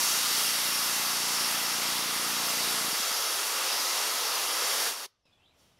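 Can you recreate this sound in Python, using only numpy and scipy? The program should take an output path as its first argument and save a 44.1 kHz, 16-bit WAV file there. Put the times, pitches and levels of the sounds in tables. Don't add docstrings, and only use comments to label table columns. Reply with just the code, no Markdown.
import sys
import numpy as np
from scipy import signal
from scipy.fft import rfft, irfft, next_fast_len
from scipy.io import wavfile
from scipy.ndimage import uniform_filter1d

SR = 44100
rng = np.random.default_rng(int(sys.argv[2]) if len(sys.argv) > 2 else 0)


def volts(x):
    e = np.asarray(x, float) / 20
    return 10 ** e


def transcribe(signal):
    frames = np.atleast_2d(signal).T
    limited = np.clip(frames, -1, 1)
    pcm = np.round(limited * 32767).astype(np.int16)
    wavfile.write(sys.argv[1], SR, pcm)


N = 255339
TIME = np.arange(N) / SR
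PAD = next_fast_len(N + SR // 4)
FREQ = np.maximum(np.arange(PAD // 2 + 1) * SR / PAD, 1.)

LAST_STEADY_S = 2.8475
PUSH_S, SHUT_S = 4.88, 5.061
GAIN_STEP_S, GAIN_STEP_DB = 5.2535, 12.5


def level(x, db):
    return x * volts(db) / np.sqrt(np.mean(x ** 2))


def colour(points):
    hz, db = np.transpose(points)
    return volts(np.interp(np.log(FREQ), np.log(hz), db))


def shaped(x, gain):
    return irfft(rfft(x, PAD) * gain, PAD)[:N]


def noise(gain):
    return shaped(rng.standard_normal(N), gain)


def walk(rate_hz, size=N):
    hold = int(SR / rate_hz)
    steps = np.repeat(rng.standard_normal(size // hold + 1), hold)
    return 1.5 * uniform_filter1d(uniform_filter1d(steps, hold), hold)[:size]


def echo(x, t60_s, db):
    t = TIME[:SR]
    tail = rng.standard_normal(len(t)) * np.exp(-np.log(1000) * t / t60_s) * np.minimum(t / .003, 1)
    return signal.fftconvolve(x, tail * volts(db) / np.sqrt(np.sum(tail ** 2)))[:N]


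# pitch_hz, level_db (per Hz)
JET_COLOUR = [(35, -71.5), (60, -54), (163, -25), (415, -5.5), (690, -4.5), (1270, -0.5), (1500, -3.5),
              (2320, -5.5), (5500, -3), (7990, -10), (11900, -5), (13900, -16.5), (15700, -19)]
# pitch_hz, width_hz, level_db (over the jet colour)
VALVE_RINGS = [(873, 250, 2), (1266, 200, 2.5), (2000, 170, 2.5), (2770, 150, 3.5), (3280, 170, 3),
               (3760, 130, 2.5), (4640, 280, 4), (5480, 240, 4.5), (6095, 130, 4.5), (6780, 170, 3),
               (7570, 96, 4.5), (8670, 220, 4), (9190, 100, 3), (10570, 400, 1), (11570, 220, -4.5),
               (12600, 220, -3), (14150, 240, 6), (15080, 230, 4.5)]


def valve_colour():
    rings_db = sum(db / (1 + (2 * (FREQ - hz) / width) ** 2) for hz, width, db in VALVE_RINGS)
    return colour(JET_COLOUR) * volts(rings_db)


# low_hz, high_hz
JET_BANDS = [
    (2500, 7000),
    (750, 2500),
    (7000, 15500),
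    (380, 750),
]
# time_s, level_db (of the core)
FLOW = [
    (0.0, -29.5),
    (1.67, -32),
    (2.77, -32),
    (2.78, -32.5),
    (3.61, -32.5),
    (4.69, -32),
    (4.87, -32),
]
# level_db (re mean flow), flow_share (dB per dB),
# drift_db_per_s (as the tank empties), last_choke_db
JET_MIX = [
    (0, 0.89, 0, 3),
    (-4.5, 0.33, 0.04, -12),
    (-3.5, 1.7, 0.18, -5),
    (-17.5, .4, 1.11, 5),
]


def jet(swell_db=.25, flicker_db=.85):
    mean_flow_db, push_db, push_length_s = -32, -9.5, 0.081
    choke_s, shut_fall_s = 0.016, 0.0026
    shape = valve_colour()
    flow_s, flow_db = np.transpose(FLOW)
    flow = np.interp(TIME, flow_s, flow_db) - mean_flow_db
    pushed = push_db * np.clip((TIME - PUSH_S) / push_length_s, 0, 1)
    choked = np.clip(1 + (TIME - SHUT_S) / choke_s, 0, 1)

    gain_db = []
    for (low, high), (db, share, drift, choke) in zip(JET_BANDS, JET_MIX):
        wanted_db = mean_flow_db + db + share * flow + drift * TIME + pushed + choke * choked
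        power = 4 * np.sum(shape[(FREQ > low) & (FREQ < high)] ** 2) / PAD / 2
        gain_db.append(wanted_db - 10 * np.log10(power))
    gain_db = np.array(gain_db)

    centres = np.log2([np.sqrt(low * high) for low, high in JET_BANDS])
    order = np.argsort(centres)
    air = rfft(rng.standard_normal(N), PAD) * shape
    swell = swell_db * walk(4.71)
    out = np.zeros(N)
    for octave in np.arange(17, 43) / 3:
        blend = np.array([np.interp(octave, centres[order], row[order]) for row in np.eye(4)])
        window = np.maximum(1 - 3 * np.abs(np.log2(FREQ) - octave), 0)
        band = irfft(air * window, PAD)[:N]
        out += band * volts(blend @ gain_db + swell + flicker_db * walk(11))
    return out * np.exp(-np.maximum(TIME - SHUT_S, 0) / shut_fall_s)


# start_s, stroke_db, slap_db
RUNDOWN = [
    (2.884, 1, -8),
    (2.931, -1, -15),
    (2.987, -22, 2.5),
    (3.101, -22, 1.5),
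]
# pitch_hz, level_db
INTAKE = [(20, -30.5), (58, -13), (105, -13), (146, 0.5), (230, 3), (300, 1), (370, -1), (450, -25)]
# pitch_hz, level_db
OUTLET = [(100, -31), (150, -11.5), (205, -0.5), (250, -2), (330, -5), (420, -27)]


def pump(slap_s=0.01435, scatter_db=1.0):
    stroke_hz, speed_up_hz_per_s = 29.24, .026
    pump_db, pump_rise_db_per_s, slap_rise_db_per_s = -50.5, 1.48, 0.1
    slap_later_s_per_s = .00012
    ago = np.arange(0, LAST_STEADY_S + 1 / stroke_hz, 1 / stroke_hz)
    steady = LAST_STEADY_S - ago * (1 + .5 * ago * speed_up_hz_per_s / stroke_hz)
    strokes = np.array([(s, 0, slap_rise_db_per_s * s) for s in steady] + RUNDOWN)
    start = strokes[:, 0]
    kick_db = strokes[:, 1:] + scatter_db * rng.standard_normal((len(strokes), 2))

    def pulses(start_s, db, shape):
        at = (start_s * SR).astype(int)
        kicks = np.bincount(at[at >= 0], volts(db)[at >= 0], N)
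        return shaped(kicks, colour(shape))

    sucks = pulses(start, kick_db[:, 0], INTAKE)
    slaps = pulses(start + slap_s + slap_later_s_per_s * start, kick_db[:, 1], OUTLET)
    thump = slaps - sucks
    rise_db = pump_rise_db_per_s * np.minimum(TIME, LAST_STEADY_S)
    return thump / np.std(thump[TIME < LAST_STEADY_S]) * volts(pump_db + rise_db)


# time_s, half_length_s, level_db
ROCKS = [
    (2.96, .03, -72),
    (3.19, .035, -65),
    (3.78, .05, -74),
]


def rumble(uneven_db=3.5):
    run_db, jet_db, ground_db = -74, -88, -82
    still_s, settle_s, rock_hz = 2.96, .04, 33
    shake = level(noise(colour([(10, -23), (25, -1), (70, 0.5), (110, -17), (300, -54.5)])), 0)
    motor = volts(run_db) * np.exp(-np.maximum(TIME - still_s, 0) / settle_s)
    venting = volts(jet_db) * (TIME < PUSH_S)
    ground = volts(ground_db) * np.clip((TIME - SHUT_S) / (GAIN_STEP_S - SHUT_S), 0, 1) ** 2
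    rocks = np.zeros(N)
    for s, half, db in ROCKS:
        sway = 1.6 * np.sin(2 * np.pi * rock_hz * (TIME - s)) + .9 * shake
        rocks += volts(db) * np.exp(-((TIME - s) / half) ** 2) * sway
    return shake * (motor + venting + ground) * volts(uneven_db * walk(8)) + rocks


# pitch_hz, level_db
TANK_AND_WALLS = [(150, 3), (900, -3), (1250, 2.5), (1700, -2), (4800, -0.5), (5450, 1.5), (6200, -4),
                  (11000, -16), (15700, -18.5)]


def reflected(air):
    dull = shaped(air, colour(TANK_AND_WALLS))
    return air + echo(air, .12, -18) + echo(dull, .5, -28.5)


# time_s, centre_hz
SPLITS = [(.34, 8200), (.94, 12700), (.94, 7070), (.99, 11100), (1.82, 14500), (2.10, 11700), (2.17, 9200),
          (2.49, 15000), (2.49, 5630), (2.70, 11100), (3.01, 10240), (3.01, 7000), (3.03, 4990),
          (3.07, 8800), (3.07, 6400), (3.14, 4700), (3.56, 13800), (3.72, 9640), (3.72, 4700), (3.81, 4680),
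          (4.35, 7000), (4.35, 4760), (4.37, 14800), (4.65, 6720)]


def splits(air, width_hz=1500, size=1536):
    out = np.zeros(N)
    hz_axis = np.arange(size // 2 + 1) * SR / size
    for s, hz in SPLITS:
        start = 619 + 1024 * round((s * SR - 619) / 1024) - size // 2
        other = air[start - size:start]
        in_band = np.abs(hz_axis - hz) < width_hz / 2
        out[start:start + size] += np.hanning(size) * irfft(rfft(other) * in_band, size)
    return out


# pitch_hz, level_db (per Hz)
HUSH_COLOUR = [(47, -8), (80, 3.5), (392, -7), (610, -4.5), (1970, -15), (3200, -10), (4460, -18.5),
               (12500, -30), (13500, -33.5), (15700, -38.5)]


def hush():
    return level(noise(colour(HUSH_COLOUR)), -69.0) * volts(.7 * walk(13))


def capsule():
    hiss = noise(colour([(60, 2), (700, -5), (2000, -9), (3500, -14), (7000, -10), (12500, -11), (14000, -25)]))
    return level(hiss, -88.5) * (TIME > SHUT_S)


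# start_s, length_s, first_hz, aim_hz, level_db
BIRDS = [
    (5.190, .22, 6600, 5050, -77),
    (5.243, .15, 2750, 2460, -77.5),
    (5.250, .025, 3900, 3780, -80),
    (5.316, .08, 3620, 3400, -77),
    (5.322, .02, 4550, 3400, -83),
    (5.378, .142, 2420, 3970, -76.5),
    (5.400, .08, 2480, 3800, -75.5),
    (5.490, .045, 3400, 1700, -81),
    (5.778, .012, 5200, 5000, -81),
    (5.783, .007, 2100, 1300, -66),
]


def birds(flutter=.4, waver=.028):
    drop_s, fade_db_per_s = .03, 125
    climb_s, swell_s = .052, .012
    out = np.zeros(N)
    for s, length, first_hz, aim_hz, db in BIRDS:
        start = int(s * SR)
        t = TIME[:min(int(length * SR), N - start)]
        if aim_hz > first_hz:
            left = np.exp(-(t / climb_s) ** 2)
            shape = np.minimum(np.minimum(t, length - t) / swell_s, 1)
        else:
            left = np.exp(-t / drop_s)
            shape = np.minimum(t / .004, 1) * volts(-fade_db_per_s * np.maximum(t - drop_s, 0))
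        pitch = aim_hz + (first_hz - aim_hz) * left
        pitch = pitch * (1 + waver * walk(350, size=len(t)))
        tone = np.sin(2 * np.pi * np.cumsum(pitch) / SR)
        breath = 1 + flutter * walk(300, size=len(t))
        out[start:start + len(t)] += 1.6 * tone * shape * volts(db) * breath
    wall = np.roll(out, int(.011 * SR)) * (TIME > 1)
    return out + .6 * wall + echo(out, .15, -7)


# pitch_hz, level_db
LEAK_COLOUR = [(1000, -8), (2000, 0), (4500, 2), (5100, -2), (5450, 5), (5800, 3), (12000, 0), (15700, 3)]


def leak():
    leak_s, leak_db, rise_db_per_s, fall_db_per_s = 5.6, -67.5, 284, 58
    air = level(noise(valve_colour() * colour(LEAK_COLOUR)), 1.5)
    late = TIME - leak_s
    return air * volts(leak_db + np.minimum(rise_db_per_s * late, -fall_db_per_s * late))


def scene():
    near = reflected(jet())
    held = volts(-GAIN_STEP_DB * (TIME < GAIN_STEP_S))
    machine = near * held * volts(GAIN_STEP_DB) + pump() + rumble()
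    mid = machine + (hush() + leak() + birds()) * held
    side = volts(-1.0) * splits(near) + capsule() * held
    return np.array([mid + side, mid - side])


def band_limit(x):
    return signal.sosfilt(signal.butter(12, 17030, fs=SR, output="sos"), x)


def record(dry):
    top_cut = signal.ellip(12, .2, 75, 15730, fs=SR, output="sos")
    rounded = np.tanh(3 * dry) / 3
    return band_limit(signal.sosfilt(top_cut, rounded))


dry = scene()
out = record(dry)
transcribe(out)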